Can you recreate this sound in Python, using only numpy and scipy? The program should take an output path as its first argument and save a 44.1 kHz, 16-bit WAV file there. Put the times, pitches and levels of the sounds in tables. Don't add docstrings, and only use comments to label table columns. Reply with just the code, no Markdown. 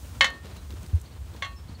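import sys
import numpy as np
from scipy import signal
from scipy.fft import rfft, irfft, next_fast_len
from scipy.io import wavfile
from scipy.ndimage import map_coordinates

SR = 44100
rng = np.random.default_rng(int(sys.argv[2]) if len(sys.argv) > 2 else 0)


def store_pcm(level_fs):
    pcm = np.round(np.clip(level_fs, -1, 1) * 32767).astype(np.int16)
    wavfile.write(sys.argv[1], SR, np.atleast_2d(pcm).T)


N = 79380
T = np.arange(N) / SR


def amp(db):
    return 10 ** (np.asarray(db) / 20)


def unit_rms(x):
    return x / np.sqrt(np.mean(x ** 2) + 1e-20)


def along(points, hz):
    freqs, values = np.transpose(points)
    return np.interp(np.log(hz + 1), np.log(freqs + 1), values)


def filtered(x, response):
    size = next_fast_len(N + SR // 2)
    return irfft(rfft(x, size) * response(np.fft.rfftfreq(size, 1 / SR)), size)[:N]


def noise(spectrum, tilt=0):
    white = rng.standard_normal(N)
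    return unit_rms(filtered(white, lambda hz: amp(along(spectrum, hz) + tilt * np.log2(hz + 1))))


def wobble(knots_per_s):
    knots = rng.standard_normal(int(N * knots_per_s / SR) + 4)
    return map_coordinates(knots, [T * knots_per_s])


def since(onset):
    return np.maximum(T - onset, 0)


def fade(t, rise, t60):
    return (1 - np.exp(-t / rise)) * np.exp(-np.log(1000) * t / t60)


def swell(onset, length):
    u = 2 * since(onset) / length
    return (u * np.exp(1 - u)) ** 2


# (time [s], ring level [dB], ring tilt [dB/octave], damping of earlier ring [dB],
# clatter level [dB], clatter tilt [dB/octave], crack level [dB], crack tilt [dB/octave], spot [0 or 1])
BLOWS = [(0.2088, -14.5, 0, 0, -21, 0.3, -4, 1, 0), (0.2438, -24.5, 0.7, -18, -23, 0.7, -4, -3, 0),
         (1.4228, -27.5, 0.7, 0, -36, -0.7, -18.5, 6, 1), (1.4470, -41, 2, 0, -39, -1, -26, 1, 1)]
# (frequency [Hz], T60 [s], gain struck at spot 0 [dB], gain struck at spot 1 [dB])
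STEEL_MODES = [(540, .3, -18, -27), (926, .3, -19, -24), (1114, .35, -9.5, -2.5), (1163, .18, -13, -20),
               (1556, .14, -15, -11), (1674, .17, -11, -17), (1829, .37, -3.5, -14), (1869, .24, -17, -17),
               (2011, .14, -15, -12), (2155, .135, 2, 0), (2560, .45, -27, -26), (2632, .17, -9, -20),
               (2760, .24, -22, -13), (3033, .16, -1, -17), (3261, .23, -14, -11), (3417, .11, -15, -5),
               (3708, .2, -16, -28), (3827, .12, -9, -20), (4046, .33, -28, -17), (4271, .25, -11, -17),
               (4471, .19, -18, -28), (5210, .1, -18, -36), (6025, .12, -28, -18)]
# (frequency [Hz], T60 [s], gain [dB])
CRACK_MODES = [(1150, 0.0075, -9), (1890, 0.0099, -0.5), (3230, 0.015, -6), (6490, 0.019, -32)]


def hitch():
    pivot_hz, choke_s = 2000, .001
    ring, knocks = np.zeros(N), np.zeros(N)
    for onset, ring_db, ring_tilt, damping_db, links_db, links_tilt, crack_db, crack_tilt, spot in BLOWS:
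        t = since(onset)
        ring *= amp(damping_db * (1 - np.exp(-t / choke_s)))
        for hz, t60, *spot_db in STEEL_MODES:
            level = ring_db + spot_db[spot] + ring_tilt * np.log2(hz / pivot_hz)
            mode = np.sin(2 * np.pi * (hz * t + rng.random()))
            ring += amp(level) * fade(t, rise=.00032, t60=t60) * mode
        for hz, t60, db in CRACK_MODES:
            level = crack_db + db + crack_tilt * np.log2(hz / pivot_hz)
            knocks += amp(level) * fade(t, rise=.00035, t60=t60) * np.sin(2 * np.pi * hz * t)
        knocks += amp(links_db) * link_clatter(onset, links_tilt)
    return ring + knocks


# (frequency [Hz], relative level [dB])
LINK_SPECTRUM = [(100, -38), (350, -22.5), (560, -8.5), (750, -8.5), (1100, -7), (1900, 0.5), (2450, -10.5),
                 (3150, -3.5), (4200, -7), (5000, -15.5), (6600, -13), (9000, -24.5), (11000, -33),
                 (16000, -42)]
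# (frequency [Hz], T60 [s])
LINK_DECAY = [(500, 0.29), (2000, 0.14), (4000, 0.13), (8000, 0.11), (15000, 0.14)]


def link_clatter(onset, tilt):
    rise_s = .00071
    hz, frame_times, bands = signal.stft(noise(LINK_SPECTRUM, tilt), SR, nperseg=256)
    age = np.maximum(frame_times - onset, 0)
    decay = np.exp(-np.log(1000) * age / along(LINK_DECAY, hz)[:, None])
    rattle = signal.istft(bands * decay, SR, nperseg=256)[1][:N]
    t = since(onset)
    attack = 1 - np.exp(-t / rise_s)
    burst = amp(1) * fade(t, rise_s, t60=.024)
    return rattle * (attack + burst)


def link_ping():
    t, hz = since(1.561), 5320
    return amp(-47) * fade(t, rise=.008, t60=.17) * np.sin(2 * np.pi * hz * t)


# (time [s], level [dB], frequency [Hz], rise time [s], T60 [s])
GROUND_IMPACTS = [(0.215, -39, 200, .006, .25), (0.445, -35, 135, .006, .08), (0.448, -37, 520, .002, .025),
                  (0.714, -32, 88, .012, .1), (0.735, -33, 320, .003, .025), (0.928, -38, 190, .004, .06),
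                  (0.930, -8.5, 81, .018, .095), (1.347, -39, 420, .002, .025),
                  (1.349, -42, 950, .002, .02), (1.692, -35, 220, .003, .04), (1.70, -29, 72, .012, .13)]


def thuds():
    out = np.zeros(N)
    for onset, db, hz, rise, t60 in GROUND_IMPACTS:
        t = since(onset)
        attack = 1 - np.exp(-(t / rise) ** 2)
        decay = np.exp(-np.log(1000) * (t - rise) / t60)
        out += amp(db) * attack * decay * np.sin(2 * np.pi * hz * t)
    return out


# (frequency [Hz], relative level [dB])
RUMBLE_SPECTRUM = [(20, -40), (35, -28), (48, -11), (62, 0), (78, -1), (100, -9), (130, -17), (200, -29),
                   (400, -58), (900, -90)]
RUSTLE_SPECTRUM = [(80, -15), (150, 2), (260, -3), (400, -8), (700, -11.5), (1000, -12), (2100, -18.5),
                   (3900, -19.5), (4900, -23.5), (7700, -29), (8700, -29), (15500, -42)]
# (time [s], level [dB])
RUMBLE_ENVELOPE = [(0, -40), (0.28, -41), (0.34, -48.5), (0.39, -46.5), (0.45, -42.5), (0.68, -38.5),
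                   (1.05, -42.5), (1.15, -40.5), (1.6, -41), (1.8, -42)]


def tyre_drag():
    rustle_db, recede_db_per_s, roughness_db = -50.5, 2, 2.16
    rumble = noise(RUMBLE_SPECTRUM) * amp(np.interp(T, *np.transpose(RUMBLE_ENVELOPE)))
    rustle = noise(RUSTLE_SPECTRUM)
    rustle *= amp(rustle_db - recede_db_per_s * T + roughness_db * wobble(knots_per_s=40.11))
    return rumble + rustle


# (time [s], length [s], earth level [dB], grit level [dB])
HOOF_SCUFFS = [(0.436, 0.034, -44.5, -50.5), (0.453, 0.05, -68, -53.5), (0.559, 0.019, -69, -48.5),
               (0.684, 0.053, -47, -49.5), (0.823, .035, -43, -51.5), (0.858, 0.018, -55, -54),
               (0.925, 0.02, -41.5, -82), (0.962, 0.032, -53, -56), (1.035, 0.047, -54, -67),
               (1.323, 0.052, -46, -52), (1.367, 0.01, -44, -47)]
# (frequency [Hz], relative level [dB])
EARTH_SPECTRUM = [(60, 0.5), (150, 7), (400, -4), (700, -16), (1500, -18.5), (3000, -24.5), (9000, -61)]
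GRIT_SPECTRUM = [(300, 6), (1500, -0.5), (4000, 0), (7000, -9), (11000, -14.5), (16000, -13)]


def scuffs():
    roughness_db = 6.5
    out = np.zeros(N)
    for onset, length, earth_db, grit_db in HOOF_SCUFFS:
        grit = unit_rms(noise(GRIT_SPECTRUM) * amp(roughness_db * wobble(knots_per_s=500)))
        earth = noise(EARTH_SPECTRUM)
        out += swell(onset, length) * (amp(earth_db) * earth + amp(grit_db) * grit)
    return out


# (time [s], level [dB])
SNAPS = [(0.303, -42), (0.567, -44), (0.831, -43), (0.864, -45), (0.957, -48), (0.999, -48), (1.014, -40)]
# (frequency [Hz], relative level [dB])
SNAP_SPECTRUM = [(1000, -17), (4000, -12), (7000, 8.5), (10000, 3), (16000, -8)]


def ticks():
    out = np.zeros(N)
    for onset, db in SNAPS:
        out += amp(db) * noise(SNAP_SPECTRUM) * fade(since(onset), rise=.00032, t60=.012)
    return out


# (time [s], length [s], centre frequency [Hz], level [dB])
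FAR_CHIRPS = [(0.568, .025, 4000, -55), (1.052, .02, 4400, -55), (1.112, .02, 4400, -60),
              (1.68, .018, 4350, -56), (1.745, .018, 4350, -54)]


def chirps():
    relative_width = .08
    out = np.zeros(N)
    for onset, length, hz, db in FAR_CHIRPS:
        white = rng.standard_normal(N)
        peep = unit_rms(filtered(white, lambda f: np.exp(-((f / hz - 1) / relative_width) ** 2)))
        out += amp(db) * swell(onset, length) * peep
    return out


# (frequency [Hz], relative level [dB])
AIR_SPECTRUM = [(1500, -31), (4000, -4.5), (6500, 2), (9400, 0.5), (10400, -5), (16000, -1.5)]
# (time [s], level [dB])
AIR_ENVELOPE = [(0, -54.5), (0.2, -55.5), (0.34, -65), (0.5, -60.5), (0.85, -57), (1.1, -62.5), (1.4, -60),
                (1.55, -63.5), (1.8, -65.5)]


def outdoor_air():
    return noise(AIR_SPECTRUM) * amp(np.interp(T, *np.transpose(AIR_ENVELOPE)))


def scene():
    events = hitch() + link_ping() + thuds() + scuffs() + ticks() + chirps()
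    return (events + tyre_drag() + outdoor_air())[None]


def record(dry):
    low_cut_hz, top_hz = 45., 15750
    band = lambda hz: (hz < top_hz) * hz ** 6 / np.sqrt(hz ** 12 + low_cut_hz ** 12)
    return np.array([filtered(channel, band) for channel in dry])


dry = scene()
out = record(dry)
store_pcm(out)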